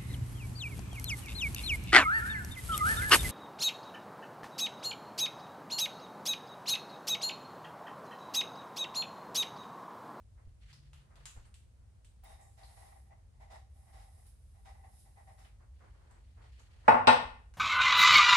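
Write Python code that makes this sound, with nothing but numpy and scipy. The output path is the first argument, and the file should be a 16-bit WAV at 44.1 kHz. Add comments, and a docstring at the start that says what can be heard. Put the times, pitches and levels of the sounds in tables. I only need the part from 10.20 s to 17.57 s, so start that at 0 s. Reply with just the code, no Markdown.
"""A quiet kitchen, small and hard-walled, with a low rumble. Sleeves rustle and fingers slide as a gas
lighter is handled and clicked, then held down a glass candle jar. The gas hisses and spits, and the
flame flutters with a roar that the jar and the room make hollow. Last, the jar is set on a stone
counter with two knocks that thump the stone, set the glass ringing and echo in the room."""
import sys
import numpy as np
from scipy import signal
from scipy.fft import rfft, irfft, next_fast_len
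from scipy.io import wavfile
from scipy.ndimage import map_coordinates

SR = 44100
rng = np.random.default_rng(int(sys.argv[2]) if len(sys.argv) > 2 else 0)


def master(y):
    """Save y as 16-bit WAV."""
    cut = np.clip(np.atleast_2d(y).T, -1, 1)
    pcm = np.round(cut * 32767)  # scale
    wavfile.write(sys.argv[1], SR, pcm.astype(np.int16))


N = 325017
TAIL_SAMPLES = 32768  # length of an echo or a ring
TOP_HZ = 15800

# A fade time is how long a sound takes to drop by 60 dB. A TONE table says how strong each pitch is.
# the kitchen's echo: (frequency [Hz], fade time [s])
ROOM_FADE = [(80, 0.77), (250, 0.3), (700, 0.4), (1500, 0.45), (4000, 0.42), (8000, 0.38), (13000, 0.48)]
# how alike the left and right sides sound: (frequency [Hz], likeness [0 to 1])
LIKENESS = [(60, 1), (120, 0.69), (250, 0.16), (450, 0), (10000, 0.04)]
# background rumble, deeper drone and thin hiss: (frequency [Hz], gain [dB])
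RUMBLE_TONE = [(25, -42), (42, -11.5), (62, 5), (80, 0), (100, -4.5), (120, -7), (150, -20), (200, -20),
               (300, -31), (500, -44), (1200, -120)]
DRONE_TONE = [(18, -47.5), (30, -29.5), (39, -10), (48, 6.5), (58, -6.5), (75, -13.5), (120, -50.5),
              (300, -120)]
AIR_TONE = [(200, -30), (330, -8), (520, -7), (700, -9.5), (1400, -16), (3000, -20.5), (7000, -21.5),
            (9800, -19.5), (11000, -29), (12800, -31.5), (15000, -56)]

# sleeves brush, and fingers slide over lighter and jar: (time [s], length [s], level [dB])
SLEEVE_RUBS = [(.16, .05, -70), (.77, 0.14, -76.5), (.89, 0.13, -69), (1.155, 0.025, -62), (1.24, .08, -76),
               (1.52, 0.34, -86.5), (5.39, 0.038, -67), (5.595, 0.089, -65.5), (5.72, 0.17, -72),
               (5.89, 0.083, -66.5), (6.16, 0.098, -66), (6.375, .03, -68.5), (6.47, 0.27, -75),
               (6.635, 0.056, -59.5)]
FINGER_SLIDES = [(.24, .05, -83), (.4, 0.094, -71), (.48, 0.05, -65.5), (.62, 0.056, -76),
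                 (.75, 0.059, -74.5), (.95, 0.12, -74.5), (1.17, 0.091, -75.5), (5.53, 0.74, -81),
                 (6.21, 0.25, -72.5), (6.5, .17, -72.5)]
# rubbing cloth and rubbing skin: (frequency [Hz], gain [dB])
SLEEVE_TONE = [(150, -5), (350, -1.5), (900, -0.5), (1400, -4), (2000, -7.5), (3200, -26), (8000, -26.5),
               (15000, -65)]
FINGER_TONE = [(300, -27.5), (1000, -8), (1900, 4.5), (3200, -1.5), (5000, -6.5), (8000, -9),
               (11500, -16.5), (15000, -50.5)]
# pitches that the sliding brings out: (frequency [Hz], width [Hz], boost [dB])
FINGER_PEAKS = [(3060, 510, 4.5), (4400, 610, 6.5)]
# soft low bumps: (time [s], level [dB])
SOFT_BUMPS = [(.27, -49.5), (1.163, -49.5), (1.597, -63), (7.051, -49.5), (7.211, -60)]
# a faint hum swells twice: (time [s], length [s], level [dB])
HUM_SWELLS = [(.44, 0.38, -64.5), (.93, 0.11, -63)]

# small clicks of lighter and glass, and a soft pop as the flame flares:
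# (time [s], snap level [dB], pitch [Hz], boost at that pitch [dB], body compared with snap [dB])
SMALL_CLICKS = [(0.5296, -62, 5000, 14, -8.5), (0.7328, -63.5, 2850, 5.5, -3.5),
                (0.9567, -68, 3550, 6, -2.5), (1.056, -50.5, 7200, 11.5, -14), (1.062, -59, 7300, 23, -1.5),
                (1.2543, -72.5, 8900, 13, 0), (1.3421, -63.5, 8100, 8, -20),
                (1.847, -67.5, 8200, 10.5, -18), (2.037, -73, 9200, 20, -2), (4.457, -77, 3880, 6, 8),
                (5.183, -80, 3600, 7, 4), (5.911, -72, 7800, 13, -8), (6.3957, -68, 6740, 9, -4),
                (7.3394, -66.5, 6220, 5.5, 0)]
# a click's bright snap and its duller body: (frequency [Hz], gain [dB])
SNAP_TONE = [(800, -13.5), (2800, 6.5), (5500, -2), (9000, -1), (12000, -9), (15000, -31)]
BODY_TONE = [(100, -40.5), (600, -7), (1100, 3.5), (2200, -1.5), (4000, -15.5), (15000, -58)]

# the flame flares up: (time [s], length [s], roar level [dB], rasp level [dB])
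FLAME_FLARES = [(2.029, 0.11, -60.5, -67.5), (2.176, 0.073, -64, -90), (2.368, 0.084, -62, -67.5),
                (2.47, 0.054, -66, -72), (2.558, 0.13, -61, -70.5), (2.702, 0.067, -62.5, -82),
                (2.85, .04, -74, -97), (2.898, 0.021, -61, -95), (3.13, .03, -77.5, -98),
                (3.194, 0.046, -61, -73), (3.297, 0.06, -55, -63.5), (3.546, 0.1, -73.5, -93),
                (3.662, 0.038, -67, -79), (3.721, 0.11, -63, -68.5), (3.858, 0.16, -72, -93),
                (4.046, .03, -82, -74), (4.34, 0.029, -69, -82), (4.444, 0.056, -59.5, -67),
                (4.536, .08, -67, -92), (4.625, 0.028, -60, -80), (4.708, 0.035, -73, -95),
                (4.843, .04, -69, -80), (4.957, 0.047, -62, -80), (5.063, 0.051, -61.5, -76),
                (5.172, 0.058, -65, -69.5)]
# the flame's roar and the rasp of its torn edge: (frequency [Hz], gain [dB])
ROAR_TONE = [(200, -11), (450, -2), (680, 2), (1100, 1), (1450, -14.5), (2400, -13), (5000, -20),
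             (8000, -14.5), (15000, -51)]
RASP_TONE = [(300, -2), (1200, 5), (2800, 0.5), (5000, -2.5), (8000, -4), (11500, -5.5), (15000, -55)]
# hollow pitches of the jar and the room that colour the roar: (frequency [Hz], width [Hz], boost [dB])
HOLLOW_PEAKS = [(652, 36, 9.5), (784, 27, 15), (868, 31, 4), (813, 280, 4.5), (1957, 170, 23.5),
                (3930, 67, 0), (5100, 110, -6)]
# the jar's high overtones: (frequency [Hz], width [Hz], boost [dB])
WHISTLE_PEAKS = [(3820, 200, 6), (5120, 180, 8)]
# the gas jet spits: (time [s], level [dB], pitch [Hz], width [Hz], fade time [s])
GAS_SPITS = [(2.038, -71, 15200, 910, 0.068), (2.06, -72, 3730, 90, 0.68), (2.21, -69, 7700, 2250, 0.72),
             (2.434, -66, 4320, 1200, 0.44), (4.065, -68.5, 10000, 2500, 0.35),
             (5.19, -75, 6940, 7000, 0.56), (5.247, -66, 1930, 3520, 0.33)]
# gas flow, one list for each of the two times the lighter is held: (time [s], relative level [dB])
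GAS_HOLDS = [
    [(2.04, -74), (2.13, -73), (2.182, -79), (2.222, -77), (2.42, -83), (2.44, -73), (2.624, -70),
     (2.816, -79), (2.9, -89)],
    [(3.5, -92), (3.562, -79.5), (4.106, -75), (4.156, -83), (4.638, -82), (4.804, -69.5), (4.928, -80.5),
     (5.266, -79.5), (5.36, -100)],
]
# gas leaving the nozzle: (frequency [Hz], gain [dB])
JET_TONE = [(400, -34.5), (1500, -12), (3000, -10), (4000, -8.5), (7000, -4.5), (9500, 6), (11500, 2),
            (12600, -13), (15000, -36.5)]

# the jar meets the counter, first on its edge, then flat:
# (time [s], thud level [dB], clack level [dB], ring gain [dB], hardness as a treble limit [Hz])
JAR_CONTACTS = [(6.679, -27, -47, -64, 4500), (6.682, -14, -39.5, -32, 1900), (6.72, -27, -62.5, -49, 1800),
                (6.745, -26.5, -62.5, -42, 1495), (6.8716, -29, -26.5, -31, 9000),
                (6.876, -16.5, -30.5, -40.5, 3500)]
# the thud of counter and jar base, and the clack of glass on stone: (frequency [Hz], gain [dB])
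THUD_TONE = [(40, -34), (105, -10.5), (190, -16.5), (330, -16.5), (420, -9.5), (490, -1), (800, -2),
             (1100, -1.5), (1280, -8.5), (1900, -14), (2700, -20), (3800, -32), (6500, -62.5),
             (14000, -77.5)]
CLACK_TONE = [(400, -38.5), (1500, -10), (2700, 6.5), (4000, -1), (5600, -8.5), (7000, -24.5), (8000, -9.5),
              (9500, -22), (11000, -52), (15000, -41)]
# pitches at which the counter and jar base boom: (frequency [Hz], width [Hz], boost [dB])
THUD_PEAKS = [(247, 14, 15.5), (864, 65, 10.5), (1427, 26, 11)]
# notes of the jar and counter ringing together: (frequency [Hz], relative level [dB], fade time [s])
RING_NOTES = [(251, -6, .42), (503, -2, .33), (611, -3, .33), (721, 0, .36), (797, -1, .3), (878, 12, .32),
              (939, 5, .32), (1073, 6, .34), (1176, -4, .33), (1355, -7, .38), (1453, 2, .42),
              (1580, -3, .36), (1823, 2, .45), (1943, -7, .45), (2044, -3, .42), (2547, -5, .34),
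              (2563, -1, .43), (2845, -7, .33), (3311, -11, .36), (3570, -9, .28), (3850, -2, .33),
              (4011, 0, .27), (4759, -13, .3), (5604, -19, .3), (7994, -17, .27), (8130, -19, .27),
              (11980, -25, .28), (13190, -19, .33)]


def amp(db):
    """Turn decibels into a gain to multiply by."""
    return 10 ** (np.asarray(db) / 20)


def along(points, hz):
    """Read between the rows of a (frequency, value) table, on a log frequency scale."""
    freqs, values = np.transpose(points)
    return np.interp(np.log(hz + 1), np.log(freqs + 1), values)


def wobble(rate):
    """A smooth random curve through `rate` points a second."""
    points = rng.standard_normal(int(N * rate / SR) + 4)
    fine = np.arange(len(points) * 8) / 8
    return np.interp(np.arange(N) * rate / SR, fine, map_coordinates(points, [fine]))


def colour(x, tone, peaks=(), size=8192):
    """Filter x with a broad tone and narrow peaks on top of it."""
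    hz = np.fft.rfftfreq(size, 1 / SR)
    gain = amp(along(tone, hz))
    for centre, width, db in peaks:
        gain *= np.sqrt(1 + (amp(db) ** 2 - 1) / (1 + (2 * (hz - centre) / width) ** 2))
    # make the filter ring only after a sound, never before it
    cepstrum = irfft(np.log(np.maximum(gain, 1e-6)))
    fold = 1 + np.sign(size // 2 - np.arange(size))
    fold[0] = 1
    response = irfft(np.exp(rfft(cepstrum * fold)))
    return signal.fftconvolve(x, response[None], axes=1)[:, :x.shape[1]]


def noise(tone, peaks=(), shake=1):
    """Filtered stereo noise of average power 1; `shake` varies its strength before the filter."""
    size = next_fast_len(N + SR // 2, real=True)
    likeness = np.clip(along(LIKENESS, np.fft.rfftfreq(size, 1 / SR)), -1, 1)
    spread = np.arccos(likeness) / 2
    white = rfft(rng.standard_normal((2, size)))
    mid, side = irfft(white * [np.cos(spread), np.sin(spread)], size)
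    pair = np.array([mid + side, mid - side])
    pair[:, -N:] *= shake
    pair = colour(pair, tone, peaks)[:, -N:]
    return pair / np.sqrt(np.mean(pair ** 2) + 1e-20)


def echo(direct_db, early_db, lag_s):
    """One sharp tap as it arrives: straight, off nearby surfaces, then as the room's fading echo."""
    hz, times, wash = signal.stft(rng.standard_normal((2, TAIL_SAMPLES)), SR, nperseg=256)
    likeness = np.clip(along(LIKENESS, hz), -1, 1)[:, None]
    wash[1] = likeness * wash[0] + np.sqrt(1 - likeness ** 2) * wash[1]
    fade = amp(-60 * times / along(ROOM_FADE, hz)[:, None])
    tail = signal.istft(wash * fade, SR, nperseg=256)[1][:, :TAIL_SAMPLES]
    t = np.arange(TAIL_SAMPLES) / SR
    early_boost = 1 + amp(early_db) * np.exp(-t / .012)
    tail = tail / np.linalg.norm(tail[0]) * early_boost
    arrival = (abs(lag_s) + np.array([[-lag_s], [lag_s]])) / 2  # positive lag: left comes first
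    return tail + amp(direct_db) * np.sinc((t - arrival) * SR)


def struck(x, db):
    """Scale x so that its first 30 ms have this level."""
    return amp(db) * x / np.sqrt(np.mean(x[:, :round(.03 * SR)] ** 2))


def add(track, start, x):
    """Mix x into the track at `start` seconds."""
    part = track[:, round(start * SR):][:, :x.shape[1]]
    part += x[:, :part.shape[1]]


def pan(db):
    """Left and right gains; positive dB leans left."""
    return amp([[db / 2], [-db / 2]])


def swells(rows, rise_s, fade_s):
    """A loudness curve from (time, length, level) rows: each rises, holds, then dies away."""
    t = np.arange(2 * SR) / SR
    power = np.zeros((1, N))
    for start, length, db in rows:
        gain = np.minimum(t / rise_s, 1) * amp(db - 60 * np.maximum(t - length, 0) / fade_s)
        add(power, start, gain[None] ** 2)
    return np.sqrt(power[0])


def room_tone():
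    """A low rumble, a deeper drone that drifts in level, and a thin hiss."""
    drone = amp(-62.5 + 1.5 * wobble(rate=3.4)) * noise(DRONE_TONE)
    return amp(-58) * noise(RUMBLE_TONE) + drone + amp(-77) * noise(AIR_TONE)


def sleeves():
    """Cloth brushes as the arms move, catching unevenly."""
    strokes = swells(SLEEVE_RUBS, rise_s=0.023, fade_s=0.23)
    return strokes * amp(1.4 * wobble(rate=67)) * noise(SLEEVE_TONE)


def fingers():
    """Skin catches and slips on the lighter and the jar."""
    strokes = swells(FINGER_SLIDES, rise_s=0.021, fade_s=0.28)
    return strokes * amp(2.2 * wobble(rate=110)) * noise(FINGER_TONE, FINGER_PEAKS)


def bumps():
    """Soft low thuds linger in the room."""
    out = np.zeros((2, N))
    dull_tone = [(25, 2), (50, -1), (100, -3.5), (220, -29.5), (700, -37), (3000, -76)]  # (Hz, dB)
    for start, db in SOFT_BUMPS:
        tap = echo(direct_db=-17, early_db=12, lag_s=0)
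        add(out, start, struck(colour(tap, dull_tone), db))
    return out


def hum():
    """A faint low note swells twice, wavering in pitch."""
    pitch_hz = 143 + 2.5 * wobble(rate=6.34)
    note = np.sqrt(2) * np.sin(2 * np.pi * np.cumsum(pitch_hz) / SR)
    return swells(HUM_SWELLS, rise_s=0.093, fade_s=0.35) * note


def clicks():
    """Lighter and glass click, and the flame pops softly: each is a bright snap with a duller body."""
    out = np.zeros((2, N))
    for start, db, hz, boost_db, body_db in SMALL_CLICKS:
        tap = echo(direct_db=-7.5, early_db=-10.5, lag_s=0.00005)
        snap = colour(tap, SNAP_TONE, peaks=[(hz, 900, boost_db)])
        body = colour(tap, BODY_TONE, peaks=[(3000, 590, 9.2)])
        add(out, start, struck(snap, db) + struck(body, db + body_db))
    return out


def flame():
    """Each flare roars, made hollow by the jar and the room, while its torn edge rasps above."""
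    starts, lengths, roar_db, rasp_db = np.transpose(FLAME_FLARES)
    rise_s, fade_s = 0.019, 0.33
    flutter = swells(zip(starts, lengths, roar_db), rise_s, fade_s)
    tearing = swells(zip(starts, lengths, rasp_db), rise_s, fade_s)
    roar = noise(ROAR_TONE, HOLLOW_PEAKS, shake=amp(1.6 * wobble(rate=70)))
    rasp = noise(RASP_TONE, WHISTLE_PEAKS)
    return flutter * roar + tearing * rasp


def gas_spits():
    """The jet gives short hisses as the valve opens, settles and closes."""
    out = np.zeros((2, N))
    t, hz = np.arange(SR) / SR, np.fft.rfftfreq(SR, 1 / SR)
    for start, db, centre_hz, width_hz, fade_s in GAS_SPITS:
        white = rfft(rng.standard_normal((2, SR)))
        hiss = irfft(white / (1 + (2 * (hz - centre_hz) / width_hz) ** 2), SR)
        add(out, start, struck(hiss * amp(-60 * t / fade_s), db))
    return out


def gas_jet():
    """Gas hisses unevenly from the nozzle and brings out the jar's high overtones."""
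    t = np.arange(N) / SR
    flow = np.zeros(N)
    for hold in GAS_HOLDS:
        times, db = np.transpose(hold)
        flow += amp(np.interp(t, times, db, left=-120, right=-120))
    flicker = amp(3.54 + 0.6 * wobble(rate=35))
    return flow * flicker * noise(JET_TONE, WHISTLE_PEAKS) * pan(db=-3)


def glass_rings(echo_depth, drift_rate, lag_s, rise_s):
    """One fading ring per note; echoes build up and make it swell and dip on each side."""
    t = np.maximum(np.arange(TAIL_SAMPLES) / SR - np.array([[0], [lag_s]]), 0)
    echoes = echo_depth * (1 - np.exp(-t / 0.02))
    rings = []
    for k, (hz, db, fade_s) in enumerate(RING_NOTES):
        points = rng.standard_normal((2, 200)) + 1j * rng.standard_normal((2, 200))
        drift = np.array([np.interp(t[0] * drift_rate, np.arange(len(row)), row) for row in points])
        wave = np.imag((1 + echoes * drift) * np.exp(2j * np.pi * hz * t))
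        rings.append((-1) ** k * amp(db - 60 * t / fade_s) * wave)
    return np.array(rings) * (1 - np.exp(-t / rise_s))


def jar_knocks():
    """Each contact thumps the counter; harder ones clack and ring the glass's high notes."""
    out = np.zeros((2, N))
    rings = glass_rings(echo_depth=0.56, drift_rate=44, lag_s=0.00035, rise_s=0.00067)
    note_hz = np.transpose(RING_NOTES)[0]
    for start, thud_db, clack_db, ring_db, limit_hz in JAR_CONTACTS:
        tap = echo(direct_db=-9, early_db=-6.5, lag_s=0.0005)
        # a soft contact lasts longer, so it barely stirs notes above its limit
        strengths = 1 / np.sqrt(1 + (note_hz / limit_hz) ** 4)
        add(out, start, struck(colour(tap, THUD_TONE, THUD_PEAKS), thud_db) * pan(db=1.5))
        add(out, start, struck(colour(tap, CLACK_TONE), clack_db) * pan(db=2))
        add(out, start, amp(ring_db) * np.tensordot(strengths, rings, 1) * pan(db=5.5))
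    return out


def scene():
    """Add up every sound in the kitchen."""
    return (room_tone() + sleeves() + fingers() + bumps() + hum() + clicks()
            + flame() + gas_spits() + gas_jet() + jar_knocks())


def record(dry):
    """Cut away the treble above TOP_HZ."""
    size = next_fast_len(N + SR // 2)
    kept = np.fft.rfftfreq(size, 1 / SR) < TOP_HZ
    return irfft(rfft(dry, size) * kept, size)[:, :N]


dry = scene()
out = record(dry)
master(out)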